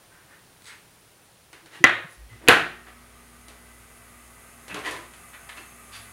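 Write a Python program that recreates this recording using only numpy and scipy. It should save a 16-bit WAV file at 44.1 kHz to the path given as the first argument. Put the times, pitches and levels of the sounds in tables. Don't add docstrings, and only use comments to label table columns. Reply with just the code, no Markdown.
import sys
import numpy as np
from scipy import signal
from scipy.fft import rfft, irfft
from scipy.io import wavfile
from scipy.ndimage import uniform_filter1d

SR = 44100
rng = np.random.default_rng(int(sys.argv[2]) if len(sys.argv) > 2 else 0)


def bounce(signal):
    frames = np.transpose(np.atleast_2d(signal))
    limited = np.clip(frames, -1, 1)
    pcm = np.round(limited * 32767).astype(np.int16)
    wavfile.write(sys.argv[1], SR, pcm)


N = 269892
T = np.arange(N) / SR
TAIL = T[:SR * 3 // 4]

# frequency in Hz, relative level in dB.
ROOM_TONE_COLOUR = [(25, -4), (50, -3.5), (100, 1), (160, 1), (220, -5), (410, -4), (640, -5.5),
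                    (1300, -7.5), (3700, -12), (6000, -14.5), (8300, -15.5), (9400, -9), (10900, -17),
                    (15800, -19)]
HANDLING_COLOUR = [(60, -32), (110, -6), (220, -18), (300, -0.5), (700, -5), (1100, -4), (1950, -0.5),
                   (2250, -4), (2900, -5), (4200, -11.5), (5600, -18.5), (6500, -16.5), (7400, -20),
                   (10000, -18), (15500, -39.5)]
CORD_COLOUR = [(200, -17), (800, -18), (1300, -4), (2100, -0.5), (2700, -8.5), (4000, -1), (5900, -11),
               (6600, -3), (7200, -16), (8100, -1), (8700, -13), (10800, -9), (11800, -22), (15500, -26)]
CLACK_COLOUR = [(60, -44.5), (115, -14), (210, -23.5), (345, -5), (420, -15.5), (520, -7), (850, -11),
                (1300, -4), (1900, 3), (2300, -5), (3950, -15), (4900, -32.5), (6600, -32), (8300, -38.5),
                (10000, -36.5), (15500, -60)]
WHIRR_COLOUR = [(40, -5), (110, -10.5), (170, 4), (400, -2.5), (700, 2.5), (950, 1.5), (1240, 7.5),
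                (1600, 0), (2050, 5.5), (2700, -1.5), (3500, -10.5), (5500, -56)]
HISS_COLOUR = [(5500, -35), (6500, -10), (7600, -12), (8700, -7.5), (9800, -6), (11000, -10), (12300, -10),
               (13500, -19), (15800, -23.5)]
KNOCK_COLOUR = [(70, -22), (130, -8.5), (205, -18.5), (290, -3.5), (480, -14), (700, -4), (970, -8),
                (1550, 2), (2150, -4.5), (2520, -3.5), (4000, -15.5), (5300, -27), (6600, -26.5),
                (8200, -29.5), (9800, -27), (12000, -32.5), (15500, -46)]
# frequency in Hz, seconds to fall 60 dB.
ROOM_T60 = [(100, 0.38), (500, 0.43), (2000, 0.41), (4000, 0.41), (8000, 0.36), (15000, 0.32)]
# start and length in seconds, level in dB, bass and treble
# shelves in dB, squeak pitch in Hz, squeak level in dB against the rub.
RUBS = [(0.067, 0.19, -61, -13, -44, 1530, -4), (0.268, 0.12, -58, -5, -29, 1790, -3),
        (0.668, 0.085, -49.5, -28, -15, 2170, -4), (1.705, 0.09, -47, -1, 1, 1910, -8),
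        (2.081, 0.083, -61.5, -12.5, 27, 10300, 1.5), (2.278, 0.091, -57.5, 1.5, 2, 2043, -0.5),
        (2.392, 0.13, -49, 12, -8, 335, 0), (2.861, 0.037, -48, -4.5, -11, 1960, -12),
        (4.692, 0.043, -39.5, -3, -22, 2610, -1.5), (4.745, 0.047, -36, 9, -4, 1056, -5.5),
        (4.833, 0.074, -32.5, -0.5, -1.5, 1960, -5), (4.859, 0.028, -37.5, 0, 0, 1012, 0.5),
        (4.915, 0.067, -40.5, 2, -17, 1027, -3), (5.329, 0.032, -45, -20, -10, 1500, -8),
        (5.486, 0.024, -39, -17, -4.5, 2100, -20), (5.564, 0.036, -43.5, -2, -1, 2640, -3),
        (5.912, 0.082, -44, -18, 5, 4700, -9)]
# start in seconds, blow in dB, snap in dB (bass and treble).
TICKS = [(1.530, -15, -0.5), (1.659, -20, 3), (3.483, -16.5, 7), (4.681, -11.5, 5), (4.744, -4.5, -1),
         (4.789, -16, 12), (4.910, -8, 14), (4.964, -13.5, 0), (5.137, -20.5, 4), (5.573, -16, 1)]
# start in seconds, length in seconds, pitch in Hz, level in dB.
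LOW_SWELLS = [(1.619, 0.053, 333, -56), (1.801, 0.022, 155, -40.5), (1.802, 0.037, 347, -38),
              (2.041, 0.023, 160, -43), (2.306, 0.063, 111, -45), (4.715, 0.057, 186, -44.5),
              (4.724, 0.063, 299.6, -44), (4.858, 0.088, 299, -45), (5.88, 0.28, 104, -55.5)]
# start in seconds, strength in dB.
CLACK_BLOWS = [(1.8402, 17.5), (1.8419, 20), (1.8455, -1), (1.8486, 14), (1.8715, 7.5), (1.895, 5)]
KNOCK_BLOWS = [(2.4778, 8.5), (2.4848, 25), (2.4922, 16)]
# pitch in Hz, bandwidth in Hz, relative level in dB.
IRON_MODES = [(147.2, 24.8, -20), (283, 65.5, -11), (490, 91, -32.5), (742, 91, -12.5), (1078, 66, -8),
              (1370, 39, -5.5), (1535, 100, -27), (1992, 90, 5.5), (2470, 91, -8.5), (3290, 87, -16.5),
              (3220, 95, -20), (4720, 350, -24.5), (5800, 200, -24.5), (7500, 160, -34.5)]
WOOD_MODES = [(144.4, 42, -5), (280, 50, 1.5), (482, 42, 2.5), (713, 32, 1), (1130, 93, -27),
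              (1605, 270, -12.5), (2012, 88, -1), (2520, 140, 5.5), (2911, 260, 0.5), (4880, 400, -17.5)]
# pitch in Hz, relative level in dB, seconds to fall 60 dB.
CLACK_RINGS = [(108, -11.5, 1), (357, -10.5, 0.99), (530, -13, 0.56), (712, -4.5, 0.62), (1064, 3.5, 0.5),
               (1250, 9, 0.46), (1480, -2, 0.63), (1553, -16, .46), (1770, -19.5, 0.48), (1610, -8, .4),
               (1880, -7, 1), (2030, 16.5, 0.27), (2160, -16.5, 0.38), (2470, 8, 0.44), (3000, -14.5, 0.75),
               (3300, -15.5, 0.36), (3710, -2.5, 0.47), (3870, -23.5, 0.405)]
KNOCK_RINGS = [(110, -14, .35), (137, -6, 0.335), (173.2, -8, 0.591), (360, -4, 0.55), (455, 7, 0.36),
               (495, 8.5, 0.23), (670, -21, 0.41), (1031, 2, 0.32), (1378, -20.5, .35), (1504, -25, 0.31),
               (1463, 1.5, 0.25), (1598, -7, 0.35), (1760, -10, .38), (1720, 2, 0.47), (1854, 1.5, 0.62),
               (1935, -1, 0.48), (2340, -20, 0.32), (2600, 0, 0.36)]
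# pitch in Hz, relative level in dB.
HUM = [(59.2, -54.5), (100, -65.5), (119.3, -63.5), (179.6, -78), (239.7, -59), (360, -71.5), (415.8, -68)]
WHINE = [(691, -71.5), (795, -77.5), (1120, -71), (1205, -67.5), (1273, -70), (1498, -73.5), (1550, -70.5),
         (1911, -72), (2008, -69.5), (2033, -74.5), (2243, -88), (2315, -75.5), (2600, -75), (2680, -83.5)]
WHISTLES = [(6385, -76.5), (7170, -87), (9390, -71.5), (10010, -71), (10900, -80), (11580, -79.5)]


def undb(db):
    return 10 ** (np.asarray(db) / 20)


def unit(x):
    return x / np.sqrt(np.sum(x ** 2))


def on_log_axis(hz, points):
    freqs, values = np.transpose(points)
    return np.interp(np.log(hz + 1), np.log(freqs), values)


def conv(x, response):
    return signal.fftconvolve(x, response)[:len(x)]


def tint(x, colour, bass_db=0, treble_db=0, size=2048):
    hz = np.arange(size // 2 + 1) * SR / size
    bass = bass_db / (1 + (hz / 750) ** 4)
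    treble = treble_db * (1 - 1 / (1 + (hz / 3600) ** 4))
    cepstrum = irfft(np.log(undb(on_log_axis(hz, colour) + bass + treble)))
    cepstrum[1:size // 2] *= 2
    cepstrum[size // 2 + 1:] = 0
    return conv(x, irfft(np.exp(rfft(cepstrum))))


def noise_bed(colour, db):
    return unit(tint(rng.standard_normal(N), colour)) * np.sqrt(N) * undb(db)


def add(out, start, x):
    i = max(int(start * SR), 0)
    out[i:i + len(x)] += x[:N - i]


def fade(t60):
    return np.exp(-np.log(1000) * TAIL / t60)


def swell(length):
    return np.sin(np.pi * np.clip(TAIL / length, 0, 1))


def wander(rate_hz):
    hold = int(SR / rate_hz)
    steps = np.repeat(rng.standard_normal(N // hold + 1), hold)
    return uniform_filter1d(steps, hold)[:N]


def room_tone():
    return noise_bed(ROOM_TONE_COLOUR, db=-55.5) * undb(0.374 * wander(1.9))


def reverb(build_s=0.0046):
    spectrum = rfft(rng.standard_normal(len(TAIL)))
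    hz = np.arange(len(spectrum)) * SR / len(TAIL)
    centres, t60s = np.transpose(ROOM_T60)
    tail = np.zeros(len(TAIL))
    for share, t60 in zip(np.eye(len(centres)), t60s):
        band = on_log_axis(hz, np.c_[centres, share])
        tail += irfft(spectrum * band, len(TAIL)) * fade(t60)
    return unit(tail * (1 - np.exp(-TAIL / build_s)))


def rubs(grain_db=4.5):
    out = np.zeros(N)
    for start, length, db, bass_db, treble_db, hz, squeak_db in RUBS:
        slips = swell(length) * rng.standard_normal(len(TAIL))
        slips *= undb(grain_db * rng.exponential(size=len(TAIL)).clip(0, 5))
        scuff = tint(slips + conv(slips, reverb()), HANDLING_COLOUR, bass_db, treble_db)
        rub = unit(scuff) + undb(squeak_db) * squeak(length, hz)
        add(out, start, undb(db) * np.sqrt(length * SR) * rub)
    return out


def squeak(length, hz, cycles=70, room_db=-5):
    friction = swell(length) * rng.standard_normal(len(TAIL))
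    ring = conv(friction, fade(cycles / hz) * np.sin(2 * np.pi * hz * TAIL))
    return unit(ring + undb(room_db) * conv(ring, reverb()))


def crack(t60):
    return unit(rng.standard_normal(len(TAIL)) * fade(t60))


def cord_zip(start=0.621, slips=9, peak_s=0.673, peak_db=-18, room_db=2):
    first_gap_s, min_gap_s, gap_shrink = 0.022, 0.0035, 0.52
    rise_db_per_s, fall_db_per_s = 170, 450
    out = np.zeros(N)
    for k in range(slips):
        db = peak_db - max(rise_db_per_s * (peak_s - start), fall_db_per_s * (start - peak_s))
        slip = tint(crack(t60=0.016) + undb(room_db) * reverb(), CORD_COLOUR)
        add(out, start, undb(db) * unit(slip))
        start += min_gap_s + (first_gap_s - min_gap_s) * gap_shrink ** k
    return out


def ticks(direct_db=-5, room_db=-1, rebound_s=0.0068, rebound_db=-12):
    out = np.zeros(N)
    for start, db, snap_db in TICKS:
        for delay, drop_db in ((0, 0), (rebound_s, rebound_db)):
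            click = tint(crack(t60=0.028), HANDLING_COLOUR, bass_db=snap_db - 2, treble_db=snap_db + 6)
            walls = tint(reverb(), HANDLING_COLOUR, bass_db=snap_db - 2, treble_db=snap_db)
            tick = undb(direct_db) * unit(click) + undb(room_db) * unit(walls)
            add(out, start + delay, undb(db + drop_db) * tick)
    return out


def thump(length, hz, db):
    return undb(db) * np.sqrt(2) * swell(length) * np.sin(2 * np.pi * hz * TAIL)


def low_swells():
    out = np.zeros(N)
    for start, length, hz, db in LOW_SWELLS:
        add(out, start, thump(length, hz, db))
    return out


def body_ring(blows, modes, contact_s=0.0002):
    force = np.zeros(len(TAIL))
    for start, db in blows:
        force[int((start - blows[0][0]) * SR)] += undb(db)
    attack = 1 - np.exp(-TAIL / contact_s)
    body, energy = np.zeros(len(TAIL)), 0
    for hz, width, db in modes:
        swing = undb(db) * width * attack * np.exp(-np.pi * width * TAIL)
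        body += conv(force, swing) * np.sin(2 * np.pi * hz * TAIL)
        energy += np.sum(swing ** 2) / 2
    return body / np.sqrt(energy)


def wall_ring(rings, build_s=0.00445):
    standing = sum(undb(db) * fade(t60) * np.sin(2 * np.pi * (hz * TAIL + rng.random()))
                   for hz, db, t60 in rings)
    return unit(standing * (1 - np.exp(-TAIL / build_s)))


def hard_hit(blows, modes, colour, rings, body_db, crack_db, crack_t60,
             bright_db, softening, room_db, rings_db):
    out = np.zeros(N)
    hardest_s, hardest_db = max(blows, key=lambda blow: blow[1])
    add(out, blows[0][0], undb(body_db) * body_ring(blows, modes))
    for start, db in blows:
        snap = tint(crack(crack_t60), colour, treble_db=bright_db + softening * (db - hardest_db))
        add(out, start, undb(db + crack_db) * unit(snap))
        add(out, start, undb(db + room_db) * unit(tint(reverb(), colour)))
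    add(out, hardest_s, undb(hardest_db + rings_db) * wall_ring(rings))
    return out


def iron_clack():
    return hard_hit(CLACK_BLOWS, IRON_MODES, CLACK_COLOUR, CLACK_RINGS, body_db=-3.5, crack_db=-4.5,
                    crack_t60=0.011, bright_db=10.5, softening=0.7, room_db=-6, rings_db=-11)


def tones(partials, drift_hz, flutter_db):
    out = np.zeros(N)
    for hz, db in partials:
        turns = np.cumsum(hz + drift_hz * wander(22)) / SR
        out += undb(db + flutter_db * wander(18)) * np.sqrt(2) * np.sin(2 * np.pi * turns)
    return out


def motor(kick_s=2.163, on_s=2.24, catch_s=0.13, run_up_s=3.75, hum_ease_db=-7, whirr_growth_db=13):
    age = np.maximum(T - on_s, 0)
    fade_in = np.minimum(age / catch_s, 1)
    speed = 1 - np.exp(-age / run_up_s)
    hum = tones(HUM, drift_hz=0.61, flutter_db=1.5)
    whirr = noise_bed(WHIRR_COLOUR, db=-58) + tones(WHINE, drift_hz=6.97, flutter_db=4.5)
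    hiss = noise_bed(HISS_COLOUR, db=-59) + tones(WHISTLES, drift_hz=8.15, flutter_db=5.5)
    hum *= undb(-1.5 + hum_ease_db * speed)
    whirr *= undb(-4.5 + whirr_growth_db * speed + 0.4 * wander(7.6))
    hiss *= undb(8.5 + 0.5 * wander(13)) * speed ** 0.93
    out = fade_in * (hum + whirr + hiss)
    add(out, kick_s, thump(length=0.13, hz=55, db=-44.5))
    return out


def wood_knock():
    return hard_hit(KNOCK_BLOWS, WOOD_MODES, KNOCK_COLOUR, KNOCK_RINGS, body_db=-6, crack_db=-5.5,
                    crack_t60=0.014, bright_db=14.5, softening=0.68, room_db=-2.5, rings_db=-10.5)


def scene():
    hits = iron_clack() + wood_knock()
    handling = ticks() + rubs() + cord_zip()
    return (hits + handling + low_swells() + motor() + room_tone())[None]


def record(dry):
    low_cut = signal.butter(2, 26, "highpass", fs=SR, output="sos")
    high_cut = signal.ellip(10, 0.1, 70, 15780, fs=SR, output="sos")
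    clipped = np.clip(signal.sosfilt(low_cut, dry), -1, 1)
    return signal.sosfilt(high_cut, clipped)


dry = scene()
out = record(dry)
bounce(out)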